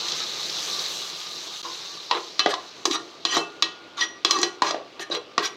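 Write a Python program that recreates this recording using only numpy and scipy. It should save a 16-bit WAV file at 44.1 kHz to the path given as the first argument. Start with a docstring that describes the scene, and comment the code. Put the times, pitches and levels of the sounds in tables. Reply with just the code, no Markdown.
"""Paste smothering a sizzling pan

Coconut paste lands in a hot pan of oily masala: showers of tiny clicks fizz, bubble and slowly die down.
A steel spoon knocks on the aluminium pot, drags along the wall and is scraped clean on the rim.
Knocks are fading tones and noise; strokes and squeals are rubbing that sets metal ringing.
Food damps the ring, a small kitchen echoes the spoon, and a phone close by rounds the peaks."""
import sys
import numpy as np
from scipy import signal
from scipy.fft import rfft, irfft, next_fast_len
from scipy.io import wavfile
from scipy.ndimage import uniform_filter1d, map_coordinates

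SR = 44100
rng = np.random.default_rng(int(sys.argv[2]) if len(sys.argv) > 2 else 0)


def digitize_waveform(pressure):
    """Quantize a signal to 16-bit integers and store it at the path in sys.argv[1].

    Rows of a 2-D input are taken as channels; values are limited to [-1, 1].
    """
    field = np.atleast_2d(pressure).T
    bounded = np.clip(field, -1, 1)
    quanta = np.round(bounded * 32767).astype(np.int16)
    wavfile.write(sys.argv[1], SR, quanta)


N = 245355
TIME = np.arange(N) / SR

# strength of the sizzle while the paste is poured and first turned over: time_s, level_db
SIZZLE_STRENGTH = [(0.0, -27), (0.03, -29), (0.08, -27), (0.38, -29), (0.79, -26), (1.11, -32),
                   (1.669, -34), (1.7, -33), (2.05, -36)]
# fine spray grows as the paste spreads over hot oil, then dies first: time_s, level_against_sizzle_db
SPRAY_STRENGTH = [(0, -17.5), (.88, -11.5), (1.8, -16), (3.8, -22.5)]
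# loud spits of oil: start_s, relative_level_db
OIL_SPITS = [(0.084, -19), (0.12, -19), (0.202, -21), (0.496, -22.5), (0.792, -21), (0.862, -21)]
# colour of hot oil frying: frequency_hz, gain_db
FRYING_COLOUR = [(40, -38), (90, -31), (170, -16.5), (250, -24), (350, -11), (560, -16.5), (1040, -15.5),
                 (1210, -16.5), (1420, -17.5), (1950, -16), (3100, -3.5), (3950, 5.5), (4900, -1.5),
                 (6200, -4), (9500, -28.5), (11800, -24.5), (16000, -35)]
# colour of the quiet simmer under the paste: frequency_hz, gain_db
SIMMERING_COLOUR = [(40, -37), (90, -14.5), (215, -9.5), (330, 1.5), (560, -5), (1150, -9), (1850, -12.5),
                    (2700, -4), (4000, -3), (5700, -14), (7800, -26), (9700, -33), (11800, -34),
                    (16000, -36)]
# registers of spluttering, sizzle and fine spray: low_hz, high_hz
FRYING_BANDS = [(20, 2000), (2000, 7500), (7500, 20000)]
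# borders between the registers that flare up on their own: frequency_hz
FLARE_BORDERS = [20, 700, 1500, 2600, 3500, 4500, 5800, 20000]
# spoon knocks: start_s, relative_level_db, paste_under_spoon (0-1), depth (0 rim - 1 bottom), thud_hz,
# after_ring_db, choke_s (extra t60 with which the food chokes the ring)
SPOON_KNOCKS = [(2.1115, -10, 0.76, 0.073, 992, -6, 0.47), (2.3933, -16, 0.23, 0.01, 1170, 3.5, 3.5),
                (2.402, -19.5, 0.39, .01, 1200, 4.5, 1.2), (2.46, -9, 0.63, 0.51, 703, 10.5, 0.16),
                (2.539, -18.5, 0.33, 0.36, 1050, 4, 0.12), (2.8543, -14.5, 0.12, 0.44, 1132, 8.5, 0.086),
                (2.911, -24.5, .15, 0.11, 1180, -1.5, 0.12), (2.931, -34, 0.17, 0.078, 1120, -17, .2),
                (3.2513, -16, 0.18, 0.16, 1125, 1.5, 9.5), (3.368, -18.5, 0.24, 0.9, 1140, 10, 3.6),
                (3.6237, -13.5, 0.2, 0.09, 1174, 1, 19), (4.01, -23, 0.35, 0.011, 1010, 5, 1.2),
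                (4.2483, -12.5, 0.2, 0.2, 1120, 4, 0.7), (4.3089, -17.5, 0, 0.25, 1140, 4.5, 0.16),
                (4.3882, -27, 0.13, 0.32, 820, 6, .15), (4.416, -28, 0, 0.44, 1120, 6, 0.19),
                (4.4303, -15, 0.18, 0.29, 1140, 8, 0.75), (4.6203, -9.5, 0.36, 0.51, 1000, 2, 0.55),
                (4.709, -19.5, 0.22, 0.25, 630, 1.5, 0.064), (4.7439, -21, 0.68, 0.65, 662, -7, 0.23),
                (4.7787, -41.5, 0.45, 1, 500, 0, 0.25), (4.9953, -28, 0.45, 0.37, 365, 11, 0.56),
                (5.1, -40, 0.3, 0.94, 580, 20, 0.43), (5.3793, -8.5, 0.41, 0.51, 1144, -0.5, 0.52)]
# spoon strokes: start_s, length_s, relative_level_db, food_pushed (0-1), rasp_top_hz, chatter_hz,
# chatter_db, pot_ring_db
SPOON_STROKES = [(1.634, 0.056, -41, 1, 7040, 1050, 6, 5), (2.097, 0.1, -28, 0.91, 4060, 473, -5, -1.5),
                 (2.487, 0.043, -24.5, 0.42, 7300, 720, -16, -1),
                 (2.899, 0.064, -24.5, 0, 7000, 3850, 0, 8),
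                 (2.935, 0.039, -27, 0.77, 6360, 1200, 1.5, 9.5),
                 (3.256, 0.15, -24.5, 0.41, 6500, 3100, -2.5, 16),
                 (3.32, 0.074, -22, 0.65, 6660, 4050, -3, 6), (3.967, 0.097, -28, 0.54, 5700, 3670, -1, -2),
                 (4.006, .04, -29, 0.26, 6460, 3390, 2.5, 7),
                 (4.259, 0.16, -25, 0.48, 6860, 1140, -2, 11.5),
                 (4.327, 0.15, -30.5, 0.38, 7400, 349.6, 3.5, 21),
                 (4.631, 0.092, -24.5, 0.7, 6900, 1145, -4, 7),
                 (4.996, 0.043, -31.5, 0, 6900, 1800, -3.5, 7), (5.109, 0.025, -28, 0.9, 5030, 3780, 5, 11),
                 (5.124, 0.056, -25.5, 0.61, 4630, 483.5, -6.5, 2),
                 (5.382, 0.09, -35, 0.77, 2480, 1585, 1.5, 24),
                 (5.42, 0.063, -23.5, 0.23, 5730, 3380, -8.5, -2.5)]
# squeals on bare metal: loudest_s, pitch_hz, relative_level_db, build_up_s, ring_t60_s
METAL_SQUEALS = [(2.537, 1165, -24, 0.0096, 0.039), (2.88, 362, -25.5, .012, 0.05),
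                 (2.91, 328, -25, .012, 0.043), (3.385, 1415, -38, 0.032, 0.83),
                 (3.431, 2647, -38.5, 0.13, 0.28), (3.99, 1153, -30.5, 0.011, 0.18),
                 (4.014, 5795, -24, 0.0078, 0.28), (4.026, 1920, -18.5, 0.011, 0.17),
                 (4.314, 1152, -25, 0.011, 0.046), (4.36, 1166, -27.5, 0.021, 0.086),
                 (4.437, 1933, -28.5, 0.0066, .22)]
# partials of a squeal: multiple_of_pitch, level_db
SQUEAL_OVERTONES = [(1, 3.5), (2, -36)]
# colour of metal rubbing on metal: frequency_hz, gain_db
RUBBING_COLOUR = [(40, -29), (110, -73), (200, -7), (340, -4), (580, -6), (1130, 5.5), (1450, -0.5),
                  (2300, -4.5), (3900, -0.5), (6200, -7.5), (8000, -17.5), (9900, -28.5), (11800, -27.5),
                  (16000, -31)]
# ringing modes of pot and spoon: pitch_hz, relative_level_db, t60_s
POT_MODES = [(166.5, -3, 0.55), (331, 8, 0.48), (393.4, 1.5, 0.19), (414, -6, 0.5), (459, -2.5, 0.56),
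             (481.6, -5.5, 0.34), (689.6, 2, 0.24), (759, 2, 0.45), (854, -9.5, 0.29), (1154, 1.5, 0.22),
             (1209, 1, 0.66), (1430, -8, 2.6), (1620, -10, 0.22), (1650, 2, 0.095), (1893, 2.5, 0.21),
             (2287, -10.5, 0.27), (2632, -7, 0.35), (3031, -3, 0.35), (3350, -14.5, 0.57),
             (3340, 2.5, 0.12), (3505, -2.5, 0.094), (3777, 3, 0.064), (4120, -9.5, 0.35), (4100, 8, 0.13),
             (4630, 0, 0.073), (4845, 6.5, 0.077), (5470, 0.5, 0.096), (5710, 4.5, 0.11), (6065, 7, 0.055),
             (6615, 2, 0.077), (7120, 1, 0.046), (8290, -6, 0.023)]
# bass, middle, treble and top of a knock: low_hz, high_hz
KNOCK_BANDS = [(100, 800), (800, 2200), (2200, 5000), (5000, 20000)]

# once it is stirred in, the sizzle dies away to a steady simmer
SMOTHER_DB_PER_S, SIMMER_DB = 11.5, -50
# low spluttering: its level against the sizzle, and what stays of it in the simmer
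SPLUTTER_DB, SIMMER_SPLUTTER_DB = -8, -47.5
# steam bubbles through the edge of the paste on one wavering note
# (bend is a share of its pitch, dB is against the fizz)
BUBBLING_HZ, BUBBLING_T60_S, BUBBLING_BEND, BUBBLING_DB = 1200.4, 0.14, .035, -16
# each register of the sizzle flares up on its own
FLARE_DB, FLARE_PER_S = 1.7, 22

# tone of a knock: (bass, middle, treble, top) on the bare rim, and what full paste and full depth add
RIM_DB, PASTE_DB, DEPTH_DB = (-20, -17.5, 6.5, 0), (-9.5, 5, -13.5, -61), (25.5, 10, -21.5, 6)
# shifts of after-ring and squelch: (on the rim, at the bottom)
RING_DB, SQUELCH_DB = (9.5, -4), (-22, -6)
# wet, noisy share of a knock: (on bare metal, in thick paste)
WET_DB = (-9, -1)
# paste under the spoon cushions the blow: highest pitch on bare metal, octaves lost in thick paste
BARE_TOP_HZ, CUSHION_OCTAVES = 17000, 2.1
# the place of contact favours some modes over others (either way)
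PLACE_DB = 3.5
# a load on the wall pulls each mode off its free pitch: largest share of the pitch,
# and the choke time above which the pot rings freely
LOAD_DETUNE, FREE_RING_S = .04, .7

# parts of a stroke against its rasp: (on bare metal, with a full spoon)
GRIT_DB, RUMBLE_DB = (-3.5, -17), (-22, 4)
# ringing pot against dry rubbing, before each stroke's own setting: (rasp, grit, rumble)
STROKE_RING_DB = (-4, -3, -7)
# pressure builds for this share of a stroke, then lets go; the hand judders
PRESS_SHARE, JUDDER_DB, JUDDER_PER_S = 0.47, 1, 114.8
# a chattering note lasts longer the lower it is (t60 at 1 kHz) and bends by a share of its pitch
CHATTER_T60_S, CHATTER_BEND = .09, .025
# the spoon's edge catches on burnt-on bits (dB is before the rubbing colour)
CATCHES_PER_S, CATCH_DB = 170, -5.5
# with a full load, the ring wavers by this share of its pitch as the point of contact slides
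SLIDE_BEND, SLIDE_PER_S = .025, 35
SQUEAL_FALL_S = 0.0035

# the sound drops out briefly
GAP_START_S, GAP_END_S = 1.6185, 1.628
# highest pitch the phone lets through
TOP_HZ = 16200


def frying():
    """Steam bursts in the oil: fizz, crisp bubbles, a bubbling note and spits; stirring changes its colour."""
    fizz = level(clicks(rate=11000, spread_db=2), 0)
    crisp = level(bubbles(rate=700, low_hz=2930, high_hz=6250), -10.0)
    note = convolve(clicks(rate=270, spread_db=3.5), mode(BUBBLING_HZ, BUBBLING_T60_S))
    bubbling = level(bend(note, BUBBLING_BEND, rate=14), BUBBLING_DB)
    source = flare(fizz + crisp + bubbling)
    smothered = np.interp(TIME, [2.2, 3.8], [0, 1])
    hot = level(colour(source, FRYING_COLOUR), 0)
    simmer = level(colour(source, SIMMERING_COLOUR), 0)
    sound = (1 - smothered) * hot + smothered * simmer
    out = np.zeros(N)
    for edges, gain in zip(FRYING_BANDS, frying_levels()):
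        part = band(sound, *edges)
        # even out the loudness over 0.2 s, then follow the wanted level
        loudness = np.sqrt(uniform_filter1d(part ** 2, SR // 5))
        out += part / loudness * gain
    for start, db in OIL_SPITS:
        spit = band(colour(burst(t60=0.031), FRYING_COLOUR), 1900, 6900)
        add(out, start, undb(db + 18.5) * unit(spit))
    return out


def frying_levels():
    """Gains of spluttering, sizzle and fine spray: all follow how much wet paste meets hot oil."""
    s, db = np.transpose(SIZZLE_STRENGTH)
    smother_db = SMOTHER_DB_PER_S * np.maximum(TIME - s[-1], 0)
    boil = undb(np.interp(TIME, s, db) - smother_db)
    sizzle = np.hypot(boil, undb(SIMMER_DB))
    splutter = np.hypot(boil * undb(SPLUTTER_DB), undb(SIMMER_SPLUTTER_DB))
    spray = sizzle * undb(np.interp(TIME, *np.transpose(SPRAY_STRENGTH)))
    return splutter, sizzle, spray


def bubbles(rate, low_hz, high_hz, count=7):
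    """Bubbles of many sizes, each ringing for a few cycles as it bursts."""
    pitches = np.geomspace(low_hz, high_hz, count)
    return sum(convolve(clicks(rate / count, spread_db=-0.5), unit(mode(hz, t60=20 / hz))) for hz in pitches)


def flare(x):
    """Let each register of the sizzle swell and sink by itself."""
    size = next_fast_len(N)
    spectrum, hz = rfft(x, size), np.fft.rfftfreq(size, 1 / SR)
    out = np.zeros(N)
    for lo, hi in zip(FLARE_BORDERS, FLARE_BORDERS[1:]):
        register = irfft(spectrum * ((hz >= lo) & (hz < hi)), size)[:N]
        out += register * undb(FLARE_DB * walk(rate=FLARE_PER_S))
    return out


def knocks():
    """Each blow clanks, thuds, squeezes wet paste and rings the pot; paste dulls it, depth adds bass."""
    out = np.zeros(N)
    for start, db, paste, depth, thud_hz, after_db, choke_s in SPOON_KNOCKS:
        band_db = db + np.array(RIM_DB) + paste * np.array(PASTE_DB) + depth * np.array(DEPTH_DB)
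        wet_db = blend(paste, WET_DB)
        ring_db = after_db + blend(depth, RING_DB)
        squelch_db = wet_db + blend(depth, SQUELCH_DB)
        load = max(1 - choke_s / FREE_RING_S, 0)
        # spoon and wall vibrate together only while they touch
        touch = unit(pot_ring(scatter_db=5, load=load) * fade(.032))
        wet = unit(colour(burst(t60=.026) * (1 - fade(.003)), RUBBING_COLOUR))
        clank = touch + undb(wet_db) * wet
        thud_db = band_db[0] if thud_hz < KNOCK_BANDS[0][1] else band_db[1]
        thud = unit(mode(thud_hz, t60=.024) * (1 - fade(.004))) * undb(thud_db)
        squeeze = burst(t60=.18)
        squeeze = squeeze * undb(2 * walk(rate=390, size=len(squeeze)))
        squelch = unit_bands(colour(squeeze, RUBBING_COLOUR), np.add(band_db, (-20.0, 5.0, 16.5, 15.5)))
        ring = pot_ring(scatter_db=PLACE_DB, load=load, band_db=band_db) * fade(choke_s)
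        blow = undb(22.5) * unit_bands(clank, band_db) + undb(30.5) * thud
        blow = blow + undb(squelch_db + 24.0) * squelch + undb(ring_db - 20.5) * ring
        add(out, start, band(blow, 7.5, BARE_TOP_HZ / 2 ** (CUSHION_OCTAVES * paste)))
    return out


def unit_bands(x, band_db):
    """Give the bass, middle, treble and top of a short sound their own energies."""
    return sum(unit(band(x, *edges)) * undb(db) for edges, db in zip(KNOCK_BANDS, band_db))


def pot_ring(scatter_db, load, band_db=(0, 0, 0, 0)):
    """The pot's modes, weighted anew for each contact and detuned by the load on the wall (0-1)."""
    hz, db, t60 = np.transpose(POT_MODES)
    gain, side, pull = rng.uniform(-1, 1, (len(POT_MODES), 3)).T
    push_db = np.interp(np.log(hz), np.log([500, 1300, 3300, 6000]), band_db)
    weights = np.sign(side) * undb(db + push_db + scatter_db * gain)
    pitches = hz * (1 + LOAD_DETUNE * load * pull)
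    return sum(w * mode(f, decay) for w, f, decay in zip(weights, pitches, t60))


def strokes():
    """The spoon's edge sticks and slips: rasp, grit, rumble and chatter; food trades grit for rumble."""
    out = np.zeros(N)
    slips = level(clicks(rate=8000, spread_db=1.8), 0) * undb(2.2 * walk(rate=250))
    slips = slips[:SR]
    catches = level(clicks(rate=CATCHES_PER_S, spread_db=5.0), CATCH_DB)[:SR]
    rubbing = sliding_metal(patchy_db=7.5, size=SR) + undb(-9) * slips + catches
    rubbing = colour(rubbing, RUBBING_COLOUR)
    t = TIME[:SR // 3]
    for start, length, db, food, top_hz, chatter_hz, chatter_db, pot_db in SPOON_STROKES:
        pressure = np.interp(t / length, [0, min(PRESS_SHARE, .95), 1], [0, 1, 0]) ** 0.67
        pressure = pressure * undb(JUDDER_DB * walk(rate=JUDDER_PER_S, size=len(t)))
        # each stroke uses a random stretch of the rubbing
        place = rng.integers(SR - len(t))
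        push = slips[place:place + len(t)] * pressure
        rub = rubbing[place:place + len(t)] * pressure
        ringing = convolve(push, pot_ring(scatter_db=PLACE_DB, load=food ** 2) * fade(0.44))
        ringing = bend(ringing, SLIDE_BEND * food ** 2, rate=SLIDE_PER_S)
        # each register is part dry rubbing, part ringing pot
        registers = []
        for (lo, hi), ring_db in zip([(1800, top_hz), (6000, 16000), (140, 1500)], STROKE_RING_DB):
            pot = undb(ring_db + pot_db) * unit(band(ringing, lo, hi))
            registers.append(unit(unit(band(rub, lo, hi)) + pot))
        rasp, grit, rumble = registers
        # a duller rasp has less grit
        grit = grit * top_hz / 7000
        chatter_t60 = CHATTER_T60_S * np.sqrt(1000 / chatter_hz)
        chatter = convolve(push, mode(chatter_hz, t60=chatter_t60))
        chatter = unit(band(chatter, chatter_hz / 2, chatter_hz * 2))
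        chatter = bend(chatter, CHATTER_BEND, rate=72.4)
        stroke = rasp + undb(blend(food, GRIT_DB)) * grit
        stroke = stroke + undb(blend(food, RUMBLE_DB)) * rumble + undb(chatter_db) * chatter
        add(out, start, undb(db) * np.linalg.norm(pressure) * stroke)
    return out


def sliding_metal(patchy_db, count=56, size=44100):
    """As the contact slides, narrow resonances of spoon and wall swell and sink, each on its own."""
    out = 0
    for hz in np.geomspace(280, 13000, count) * rng.uniform(.98, 1.02, count):
        width_hz = 35 + hz / 70
        resonance = signal.lfilter(*signal.iirpeak(hz, hz / width_hz, fs=SR), rng.standard_normal(size))
        out = out + resonance * np.sqrt(hz / width_hz) * undb(patchy_db * walk(rate=36, size=size))
    return level(out, 0)


def squeal():
    """For a moment the slips lock to one pitch and sing; it rings on after the spoon lets go."""
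    t = TIME[:SR // 3]
    out = np.zeros(N)
    for loudest, hz, db, rise_s, ring_s in METAL_SQUEALS:
        pressure = np.interp(t - rise_s, [-rise_s, 0, SQUEAL_FALL_S], [0, 1, 0])
        wavering_hz = hz * (1 + .007 * walk(rate=300, size=len(t)))
        phase = 2 * np.pi * np.cumsum(wavering_hz) / SR
        for multiple, partial_db in SQUEAL_OVERTONES:
            slip = pressure * np.sin(multiple * phase)
            sung = unit(unit(slip) + unit(convolve(slip, mode(multiple * hz, t60=ring_s))))
            add(out, loudest - rise_s, sung * np.linalg.norm(pressure) * undb(db + partial_db))
    return out


def kitchen(x):
    """Hard walls close by: a short diffuse tail, duller than the direct sound."""
    tail = burst(t60=.33)
    # the first echo arrives after 4 ms
    tail = tail * np.clip((TIME[:len(tail)] - .004) / 0.0047, 0, 1)
    tail_colour = [(100, -22.0), (400, 4.5), (1500, -3.5), (4000, -10.0), (8000, -10.0), (16000, -10)]
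    tail = colour(unit(tail), tail_colour)
    return x + undb(-4.0) * convolve(x, tail)


def mode(hz, t60):
    """One ringing resonance."""
    decay = fade(t60)
    return decay * np.sin(2 * np.pi * hz * TIME[:len(decay)])


def burst(t60):
    """Crowded resonances dying together, made as fading noise."""
    decay = fade(t60)
    return decay * rng.standard_normal(len(decay))


def fade(t60, size=18000):
    """Exponential decay, 60 dB in t60 seconds, cut off after about 0.4 s."""
    return np.exp(-np.log(1000) * TIME[:size] / t60)


def clicks(rate, spread_db):
    """Random tiny impulses of scattered strength, about rate of them per second."""
    size = undb(spread_db * np.minimum(rng.exponential(size=N), 6))
    return (rng.random(N) < rate / SR) * size * rng.choice([-1, 1], N)


def walk(rate, size=N):
    """Slow random wander with a spread near one, taking rate new values per second."""
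    knots = rng.standard_normal(size // 10)
    return np.interp(TIME[:size] * rate, np.arange(len(knots)), knots)


def bend(x, share, rate):
    """Let the pitch of a sound wander by a share of itself."""
    at = np.arange(len(x))
    return map_coordinates(x, [at + np.cumsum(share * walk(rate, size=len(x)))], mode="mirror")


def colour(x, points, size=2048):
    """Causal filter through (Hz, dB) points, built from the cepstrum."""
    hz, db = np.transpose(points)
    grid = np.maximum(np.arange(size // 2 + 1) * SR / size, 1)
    cepstrum = irfft(np.log(undb(np.interp(np.log(grid), np.log(hz), db))))
    # folding the second half onto the first makes the filter respond without delay
    cepstrum[1:size // 2] *= 2
    cepstrum[size // 2 + 1:] = 0
    return convolve(x, irfft(np.exp(rfft(cepstrum))))


def band(x, lo_hz, hi_hz):
    """Band-pass filter."""
    edges = [lo_hz, min(hi_hz, SR / 2 - 10)]
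    return signal.sosfilt(signal.butter(3, edges, "band", fs=SR, output="sos"), x)


def convolve(x, response):
    """Play x through a response."""
    return signal.fftconvolve(x, response)[:len(x)]


def undb(db):
    """Decibels to gain."""
    return 10 ** (np.asarray(db) / 20)


def unit(x):
    """Scale to an energy of one."""
    return x / np.sqrt(np.sum(x ** 2) + 1e-18)


def level(x, db):
    """Scale to an average (rms) level."""
    return unit(x) * np.sqrt(len(x)) * undb(db)


def blend(share, ends):
    """Value a share of the way between two ends."""
    return np.interp(share, [0, 1], ends)


def add(out, s, x):
    """Mix x into out, starting at s seconds."""
    i = int(s * SR)
    out[i:i + len(x)] += x[:len(out) - i]


def scene():
    """Frying under the spoon work; the pot is too small to radiate deep bass."""
    spoon = band(knocks() + undb(-2.0) * strokes() + squeal(), 239, 24000)
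    return (frying() + kitchen(spoon))[None]


def record(dry):
    """The phone rounds the peaks and cuts deepest bass and top; the sound drops out for an instant."""
    ceiling = 1.2
    sound = band(ceiling * np.tanh(dry / ceiling), 45, 21000)
    in_gap = (TIME > GAP_START_S) & (TIME < GAP_END_S)
    sound = sound * np.where(in_gap, undb(-33.5), 1)
    return signal.sosfilt(signal.ellip(8, .2, 70, TOP_HZ, fs=SR, output="sos"), sound)


dry = scene()
out = record(dry)
digitize_waveform(out)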